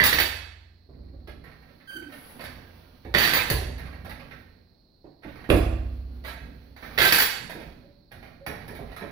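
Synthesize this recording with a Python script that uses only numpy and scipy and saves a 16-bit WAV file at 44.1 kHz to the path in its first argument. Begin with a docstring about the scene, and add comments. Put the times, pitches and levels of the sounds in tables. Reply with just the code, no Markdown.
"""A bare, echoing gym, heard on a stereo pair of microphones: a lifter cleans a loaded barbell.
Three times the bar comes down; its loose plates rebound on the sleeves and set the steel ringing.
In between the plates clink, a sleeve sticks and slips with a squeak, clothes rustle, the boards thud
and boom under the weight, and hard shoes slap down once under the catch.
Behind it all lie quiet room tone and a thin microphone hiss."""
import sys
import numpy as np
from scipy import signal
from scipy.fft import rfft, irfft, next_fast_len
from scipy.io import wavfile
from scipy.ndimage import map_coordinates

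SR = 44100
rng = np.random.default_rng(int(sys.argv[2]) if len(sys.argv) > 2 else 0)


def generate_wav(signal):
    """Clip the signal to [-1, 1] and save it as 16-bit WAV at the path in sys.argv[1]."""
    frames = np.transpose(np.atleast_2d(signal))
    scaled = np.clip(frames, -1, 1) * 32767
    pcm = np.round(scaled).astype(np.int16)
    wavfile.write(sys.argv[1], SR, pcm)


N = 401751

# modes of the steel bar, lowest first: pitch_hz, level_db, t60_s
BAR_MODES = [(1576, -1.5, .23), (1694, 4.5, 0.11), (2004, 1.5, .1), (2566, -0.5, 0.19), (2947, -4.5, .15),
             (3333, -1.5, .18), (3386, -5, .18), (3725, 4.5, .09), (4150, -4, .12), (4525, 7.5, 0.062),
             (4620, 3.5, .07), (5000, -8.5, 0.11), (5460, -11, .14), (5943, -13, 0.16), (6438, -17, .1),
             (6930, -14.5, .08), (7510, -14, .1), (7988, -15, 0.062), (8510, -17, .12), (9080, -21, 0.15),
             (9630, -18, 0.25), (10130, -9, .15), (10850, -9.5, .08), (11340, -10.5, 0.087),
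             (12360, -9, 0.086), (15000, 2, 0.13)]
# the lifter pulls, holds, lowers or rolls the bar: start_s, length_s, rumble_db, clothes_db, jiggle_db
LIFTER_MOVES = [(.9, 0.41, -57.5, -90, -49.5), (1.419, 1.2, -64, -74.5, -33.5), (2.05, 0.49, -60, -67, -41),
                (2.65, 0.59, -68, -69.5, -49), (3.2, 0.36, -46.5, -61.5, -34),
                (3.75, 0.48, -54, -72, -25.5), (4.252, .12, -70, -71.5, -23),
                (5.22, .25, -54.5, -68, -27.5), (5.6, 1.06, -58, -72, -49),
                (6.78, 0.26, -53.5, -56.5, -30.5), (7.35, 0.34, -54.5, -68.5, -45),
                (8.1, 0.19, -58, -72.5, -36.5), (8.47, 0.77, -57, -69, -32)]
MOVE_RISE_S = .051


def clangs():
    """The bar lands: each slamming plate rebounds on its sleeve and sets the steel ringing."""
    # plate slams: start_s, level_db, treble_db, plate_tone_db, lowest_bar_mode_db, per_rebound_db
    slams = [(0.0004, 1.5, -5, 10.5, -16, -2), (0.037, 3, 10, -4.5, -14, -5),
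             (0.061, -1, 11, -10.5, -15, -3.5), (0.127, 0, 3.5, 5, -18, -6.5),
             (0.185, 2, 2.5, 2, -16.5, -8), (0.2, -1, 10.5, 5, -11.5, -10), (3.14, -3, 0, 4, -14.5, -9),
             (3.148, 4, -5, 4.5, -13, -5.5), (3.183, 1.5, 7, 3, -14, -5), (3.218, 0, 7, 5, -6, -2),
             (3.275, 0, 4, -4, -19, -4), (3.335, 1, 6.5, 4, -14, -3.5), (3.37, 1.5, 4, -2, -14.5, -11.5),
             (3.5002, -3, 13, 0.5, -14.5, -14), (6.977, 0, -3, -2, -9, -8.5),
             (6.985, 4.5, 0.5, -2, -7.5, -3), (7.018, 5.5, 7.5, -5, -5, -7), (7.051, 1, 9, -5.5, 8.5, -2.5),
             (7.123, 5, 10.5, -1.5, -7, -4.5), (7.184, 1.5, 13, -1.5, -9, -11.5),
             (7.203, 1, 13, 3.5, -12.5, -6)]
    crash_spectrum = [(60, -17.5), (200, -11.5), (400, -7), (1100, -8.5), (1500, -4.5), (1850, -1),
                      (2500, -5.5), (4500, -11), (5500, -21.5), (9000, -34.5), (10200, -25), (12700, -18),
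                      (13800, -30.5), (15150, -15), (15900, -38)]  # plate hitting sleeve: freq_hz, level_db
    plate_modes = [(1770, -9, .06), (1862, -1.5, 0.066), (1945, -6.5, 0.038), (1987, -12, .18)]  # the plates' short clang: pitch_hz, level_db, t60_s
    out = np.zeros((2, N))
    for start, db, treble_db, plate_db, low_db, loss_db in slams:
        contacts, tones = np.zeros((2, SR // 3))
        for delay, rebound_db in rebounds(loss_db, count=3):
            steel = ring(BAR_MODES, scatter_db=2.5, attack=.0025, size=SR // 5)
            crash = burst(crash_spectrum, t60=.032, attack=.00088)
            plate = ring(plate_modes, scatter_db=3.5, attack=.0005, size=SR // 4)
            add(contacts, delay, amp(rebound_db) * (crash + amp(-4) * steel))
            add(tones, delay, amp(rebound_db + plate_db) * plate)
        add(tones, 0, amp(low_db) * ring(BAR_MODES[:1], scatter_db=5.5, attack=.0015, size=SR // 4))
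        clang = gym(harden(contacts, treble_db), wet_db=2.5) + gym(tones, wet_db=-10.5)
        add(out, start, amp(db) * clang)
    return out


def rebounds(loss_db, count):
    """Delay and level of a blow and of its weaker rebounds, whose flights shorten unevenly."""
    first_flight_s, shrink, scatter = .016, .8, .2
    k = np.arange(count)
    flights = first_flight_s * shrink ** k * np.exp(scatter * rng.standard_normal(count))
    return zip(np.cumsum(flights) - flights, loss_db * k)


def harden(x, treble_db):
    """Harder metal contact puts more into the top octaves."""
    return filtered(x, lambda hz: amp(treble_db * along([(3000, 0), (9500, 1)], hz)))


def clinks():
    """Jolts of the bar seat the plates and ring the bar as well."""
    # plates shifting: start_s, level_db, treble_db, bar_ring_db, scrape_rise_s
    jolts = [(1.273, -24, -1.5, -16, 0.0034), (1.439, -28, -2, -16, 0.0046), (2.1232, -23.5, 0, -20, .003),
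             (2.3932, -18.5, -4.5, -13, 0.0036), (2.405, -19, 2, -5, 0.0077),
             (2.4388, -18, 2.5, -6, 0.0018), (3.048, -28, -7.5, -13, 0.0031),
             (3.781, -22.5, 2.5, -22, 0.0023), (4.0478, -21, 0, -17.5, 0.0027),
             (4.094, -19, 1.5, -18, .003), (5.2222, -34, -9, -17, .003), (5.2791, -26.5, -16, -13.5, .004),
             (5.4414, -23, -10.5, -12, .0006), (5.56, -23.5, 10.5, -0.5, .004), (6.238, -25, 0, -5.5, .005),
             (6.2475, -16.5, 0.5, -5, .002), (6.2766, -16, 2, -6.5, 0.0037),
             (6.763, -24.5, -2.5, -7.5, 0.0027), (6.8253, -19, -6.5, -14.5, .004),
             (7.496, -15.5, 4.5, -18, 0.0025), (7.6009, -23, -3, -19, .003), (8.1158, -24.5, 3, -16, .003),
             (8.2267, -23, -7.5, -24, .002), (8.4634, -11, 5.5, -16, .001), (8.6791, -21.5, 4.5, -16, .001),
             (8.7494, -23.5, 4.5, -27, 0.0033), (8.917, -22, -5, -18, .001),
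             (8.964, -18.5, 0, -16, 0.00049), (9.009, -18.5, -9.5, -21, .002)]
    out = np.zeros((2, N))
    for start, db, treble_db, ring_db, rise in jolts:
        steel = ring(BAR_MODES, scatter_db=4.5, attack=.0023, size=SR // 5)
        contact = harden(clink(rise) + amp(ring_db) * steel, treble_db)
        add(out, start, amp(db) * gym(contact, wet_db=6.5))
    return out


def clink(rise):
    """One plate scrapes a short way along its sleeve and knocks as it seats."""
    scrape_spectrum = [(60, -19), (300, -13.5), (700, 2), (1100, -7.5), (1850, 0.5), (2900, -12.5),
                       (4300, -12.5), (6000, -27), (8300, -44), (10500, -15.5), (12700, -20.5),
                       (14000, -29), (15200, -25.5), (16000, -35)]  # plate sliding on steel: freq_hz, level_db
    sleeve_modes = [(1326, 1, 0.082), (1642, -1.5, 0.14), (1828, -0.5, .12), (2270, 6, 0.04),
                    (2473, -2.5, 0.071), (3900, -4, 0.063), (4550, -13.5, 0.17), (5520, -16.5, 0.15),
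                    (5943, -19.5, 0.08), (10300, -17.5, .08), (12600, -13, .08), (15200, -9.5, .1)]  # a lightly knocked sleeve: pitch_hz, level_db, t60_s
    knock = ring(sleeve_modes, scatter_db=.5, attack=.001, size=SR // 5)
    return burst(scrape_spectrum, t60=.028, attack=max(rise, .0003)) + amp(-6) * knock


def jiggle():
    """While the bar moves, its loose plates touch lightly at uneven moments."""
    touches_per_s = 12
    out = np.zeros(N)
    touches = [clink(rise=.003) for _ in range(8)]
    for start, length, _, _, db in LIFTER_MOVES:
        for k, (lag, strength) in enumerate(rng.random((32, 2))):
            age = (k + lag) / touches_per_s
            if age < length:
                add(out, start + age, amp(db + 4.2 * (strength - .5)) * touches[k % len(touches)])
    return gym(harden(out, treble_db=-7.5), wet_db=7.5)


def thuds():
    """The boards knock dully and the floor booms on under them."""
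    landings = [(0.003, -3.5, -8), (0.12, -13, 0), (0.889, -24.5, -16), (0.98, -33.5, -10),
                (1.133, -28, -10.5), (1.278, -19, -21), (1.44, -27, -27.5), (2.434, -24, -12.5),
                (3.05, -12.5, -7.5), (3.141, -2, -13.5), (3.504, -1, 5.5), (3.678, -15.5, -7.5),
                (5.042, -20, -32), (5.247, -13.5, -25), (6.977, -8, -12.5), (7.551, -14.5, -27),
                (8.124, -23.5, -23), (8.47, -8.5, -28), (8.697, -14, -17), (8.788, -11.5, -30),
                (9.017, -9, -31)]  # weight meets the floor: start_s, knock_db, boom_db
    board_spectrum = [(30, -23), (60, -0.5), (110, 1), (200, -3.5), (330, -1), (600, -6.5), (1000, -20),
                      (3000, -41.5), (16000, -72)]  # the boards' knock: freq_hz, level_db
    floor_modes = [(31.2, -23.5, 1.2), (47.9, -9, 1.1), (53.13, -11.5, 0.98), (63.6, -0.5, 1.5),
                   (85.9, -8, 2.3), (123.2, -11, 0.89)]  # floor and room resonances: pitch_hz, level_db, t60_s
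    out = np.zeros((2, N))
    for start, knock_db, boom_db in landings:
        add(out, start, amp(knock_db) * gym(burst(board_spectrum, t60=.12, attack=.0018), wet_db=4))
        add(out, start, amp(boom_db) * ring(floor_modes, scatter_db=4, attack=.015, size=2 * SR))
    return out


def shoes():
    """Hard soles slap the platform, a heel cracks, and the boards hum on with the loaded bar."""
    slaps = [(5.491, -1.5), (5.501, 7.5), (5.527, 1.5), (5.541, 2)]  # toe, heel and second shoe: start_s, level_db
    sole_spectrum = [(40, -4), (150, 2), (330, 5), (460, 0.5), (750, -7), (1100, -13.5), (1900, -20.5),
                     (3000, -29.5), (4500, -28), (6000, -41), (8300, -43), (10500, -26.5), (13000, -34),
                     (15200, -34.5), (16000, -60)]  # a sole's slap: freq_hz, level_db
    heel_spectrum = [(200, -24), (700, -7.5), (1500, -0.5), (2800, 10.5), (3600, -0.5), (4500, -22),
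                     (8300, -56), (11000, -44), (16000, -34)]  # a hard heel's crack: freq_hz, level_db
    platform_modes = [(32.45, -12.5, 1.6), (48.44, 4, 1.5), (64.4, 4, 2.45), (95.3, 1.5, 1.3),
                      (133.7, -1, 0.42), (182, -3, 0.71), (240, -16.5, 3.4), (270, -24, 4.4),
                      (324, 2, 0.81), (485, 1.5, 0.38), (559, -4.5, 0.32), (686, -3, .4)]  # platform and loaded bar at the catch: pitch_hz, level_db, t60_s
    out = np.zeros((2, N))
    for start, db in slaps:
        add(out, start, amp(db) * gym(burst(sole_spectrum, t60=.029, attack=.00072), wet_db=5))
    heel_s = slaps[1][0]
    add(out, heel_s, amp(3) * gym(burst(heel_spectrum, t60=.016, attack=.00029), wet_db=-1.5))
    add(out, heel_s, amp(15) * ring(platform_modes, scatter_db=2, attack=.0055, size=2 * SR))
    return out


def sleeve_squeak():
    """A sleeve sticks and slips as the bar turns onto the shoulders; its pitch sinks as the turn slows."""
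    overtones = [(1, 8), (2, -1), (3, -8.5), (4, -18), (5, -21), (6, -13), (7, -15), (8, -12), (10, -16)]  # stick-slip harmonics: multiple, level_db
    start_s, pitch_hz, sag_hz_per_s = 1.871, 1567, 180
    age = np.clip(np.arange(N) / SR - start_s, 0, .5)
    wavering_hz = (pitch_hz - sag_hz_per_s * age) * (1 + .007 * wobble(45))
    rough_hz = wavering_hz * (1 + .017 * wobble(500))
    phase = 2 * np.pi * np.cumsum(rough_hz) / SR
    slips = unit(sum(amp(db) * np.sin(round(k) * phase) for k, db in overtones))
    envelope = swell(start_s, hold=.1, rise=.0081, fall_db_per_s=202)
    return slips * amp(-42.5 + 3.3 * wobble(70)) * envelope


def sleeve_rub():
    """A low rub goes with the squeak, its pitch sagging as the sleeve slows."""
    start_s, start_hz, end_hz, sag_s = 1.93, 410, 273, .055
    age = np.maximum(np.arange(N) / SR - start_s, 0)
    hz = end_hz + (start_hz - end_hz) * np.exp(-age / sag_s)
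    rub = np.sin(2 * np.pi * np.cumsum(hz * (1 + .11 * wobble(130))) / SR)
    envelope = swell(start_s, hold=.077, rise=.032, fall_db_per_s=74)
    return rub * amp(-42.5 + 3.7 * wobble(60)) * envelope


def creaks():
    """Brief dull creaks as the bar is gripped, each one narrow resonance."""
    grips = [(7.84, 570, -26.5), (8.408, 555, -20.5)]  # creaking grips: start_s, pitch_hz, level_db
    out = np.zeros(N)
    for start, hz, db in grips:
        add(out, start, amp(db) * ring([(hz, 0, .16)], scatter_db=0, attack=.0058, size=SR // 2))
    return gym(out, wet_db=1.5)


def floor_rumble():
    """The floor rumbles under the shifting weight."""
    spectrum = [(25, -14), (60, 0), (120, -5), (300, -7.5), (700, -27), (2000, -57.5), (8000, -76.5)]  # the loaded floor: freq_hz, level_db
    load = sum(amp(db) * swell(start, length, MOVE_RISE_S, fall_db_per_s=58)
               for start, length, db, _, _ in LIFTER_MOVES)
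    return load * amp(2.93 * wobble(14)) * noise(spectrum, N)


def clothes():
    """Clothes rustle with every move."""
    spectrum = [(200, -11.5), (500, 8), (2200, -2), (3500, -2.5), (5800, -8.5), (8300, -48), (10500, -8),
                (12500, -11.5), (15500, -3), (16200, -30.5)]  # rubbing fabric: freq_hz, level_db
    stir = sum(amp(db) * swell(start, length, MOVE_RISE_S, fall_db_per_s=71)
               for start, length, _, db, _ in LIFTER_MOVES)
    return stir * amp(1.5 * wobble(35)) * noise(spectrum, N)


def shirt_swish():
    """One bright swish as the bar slides off the shirt."""
    spectrum = [(3000, -18.5), (8300, -19), (10500, 6.5), (12500, -4), (15500, -1.5), (16200, -23)]  # steel over cloth: freq_hz, level_db
    return amp(-63) * swell(start=2.112, hold=.2, rise=.0103, fall_db_per_s=84) * noise(spectrum, N)


def gym(x, wet_db):
    """Direct sound, dense early answers of floor and walls, and a fresh tail whose treble dies first."""
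    decay_times = [(60, 1.1), (250, 0.47), (600, 0.73), (2000, 0.74), (4500, 0.68), (8000, 0.61),
                   (15000, 0.31)]  # the room's reverberation: freq_hz, t60_s
    hz, t, spectra = signal.stft(rng.standard_normal((2, SR)), SR, nperseg=512)
    spectra = spread(spectra, hz[:, None]) * amp(-60 * t / along(decay_times, hz)[:, None])
    tail = signal.istft(spectra, SR, nperseg=512)[1]
    age = np.arange(tail.shape[1]) / SR
    build_up = 1 - np.exp(-age / .003)
    early = 1 + .66 * np.exp(-age / .026)
    response = amp(wet_db) * unit_energy(tail * build_up * early)
    response[0, 8] += np.sqrt(.5)  # direct sound reaches the left microphone 8 samples late
    response[1, 0] += np.sqrt(.5)
    return signal.fftconvolve(x[None], response, axes=1)[:, :N]


def spread(pair, hz):
    """Two unrelated spectra become left and right, alike in the bass."""
    likeness = [(60, 1), (250, 0.71), (500, 0.26), (1200, .15), (15000, 0.14)]  # room sound at the two microphones: freq_hz, correlation
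    turn = np.arccos(np.clip(along(likeness, hz), -1, 1)) / 2
    mid, side = pair[0] * np.cos(turn), pair[1] * np.sin(turn)
    return np.array([mid + side, mid - side])


def microphone_colour(hz):
    """Gains of two unlike microphones: the right favours bass and mids, the left the top octave."""
    balance = [(60, -3), (210, -5), (700, -9), (1800, -10.5), (4300, -12.5), (6400, -11), (8300, 1),
               (10000, 13), (12500, 10), (15000, 4)]  # colour of the pair: freq_hz, left_minus_right_db
    tilt = amp(np.outer([.5, -.5], along(balance, hz)))
    return tilt / np.sqrt(np.mean(tilt ** 2, axis=0))


def room_tone():
    """The quiet room, and a narrow hiss mostly in the right microphone."""
    hush = [(15, -35), (25, -2.5), (64, -5), (110, -5), (210, -8), (400, -13), (700, -20), (1300, -32),
            (3000, -37.5), (6000, -56), (9000, -49.5), (13000, -40.5), (16000, -37.5)]  # the still gym: freq_hz, level_db
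    air = unit(filtered(rng.standard_normal((2, N)), lambda hz: amp(along(hush, hz))))
    air = irfft(spread(rfft(air), np.fft.rfftfreq(N, 1 / SR)), N)
    hiss = noise([(2500, -52.5), (3700, -13.5), (4250, 1.5), (4700, -9.5), (5500, -19.5),
                  (7000, -45.5)], N)
    return amp(-63) * air + amp([[-86], [-65.5]]) * hiss


def ring(modes, scatter_db, attack, size):
    """Struck modes of energy 1; the loose plates load them a little differently at every blow."""
    t = np.arange(size, dtype=np.float32) / SR
    hz, db, t60 = np.array(modes, np.float32).T[..., None]
    phase, strength, detune = rng.standard_normal((3, len(modes), 1)).astype(np.float32)
    hz = hz * (1 + .002 * detune)
    partials = np.exp(-t / t60 * np.float32(np.log(1000))) * np.sin(2 * np.pi * hz * t + phase)
    gains = amp(db + scatter_db * strength)[:, 0]
    return unit_energy(gains @ partials * (1 - np.exp(-t / attack)))


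def burst(spectrum, t60, attack):
    """One contact: coloured noise that dies quickly, energy 1."""
    t = np.arange(SR // 5) / SR
    envelope = amp(-60 * t / max(t60, .002)) * (1 - np.exp(-t / attack))
    return unit_energy(noise(spectrum, len(t)) * envelope)


def swell(start, hold, rise, fall_db_per_s):
    """An envelope that rises, holds until hold seconds after its start, and dies away."""
    age = np.arange(N) / SR - start
    return np.clip(age / rise, 0, 1) * amp(-fall_db_per_s * np.clip(age - hold, 0, 2))


def noise(spectrum, size):
    """Coloured noise of rms 1."""
    return unit(filtered(rng.standard_normal(size), lambda hz: amp(along(spectrum, hz))))


def wobble(rate):
    """A smooth random curve, rate knots a second."""
    return map_coordinates(rng.standard_normal(int(N * rate / SR) + 4), [np.arange(N) * rate / SR])


def filtered(x, response):
    """x through a gain that depends on frequency."""
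    size = x.shape[-1]
    padded = next_fast_len(size + 4096, True)
    return irfft(rfft(x, padded) * response(np.fft.rfftfreq(padded, 1 / SR)), padded)[..., :size]


def along(points, hz):
    """Interpolate (freq_hz, value) points on a log axis."""
    freqs, values = np.transpose(points)
    return np.interp(np.log(hz + 1), np.log(freqs + 1), values)


def add(track, start_s, x):
    """Mix x into the track at start_s."""
    start = max(round(start_s * SR), 0)
    track[..., start:start + x.shape[-1]] += x[..., :max(track.shape[-1] - start, 0)]


def amp(db):
    """Decibels to gain."""
    return 10 ** (np.asarray(db) / 20)


def unit(x):
    """x at rms 1."""
    return x / np.sqrt(np.mean(x ** 2) + 1e-20)


def unit_energy(x):
    """x at energy 1."""
    return x / np.sqrt(np.sum(x ** 2) + 1e-20)


def scene():
    """The lift as the two microphones hear it, over the room tone."""
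    lift = clangs() + clinks() + jiggle() + thuds() + shoes()
    lift += gym(sleeve_squeak() + sleeve_rub(), wet_db=-4) + creaks()
    lift += gym(floor_rumble() + clothes() + shirt_swish(), wet_db=5)
    return amp(4.5) * filtered(lift, microphone_colour) + room_tone()


def record(dry):
    """The recorder keeps nothing above its band limit."""
    return filtered(dry, lambda hz: hz < 16100)


dry = scene()
out = record(dry)
generate_wav(out)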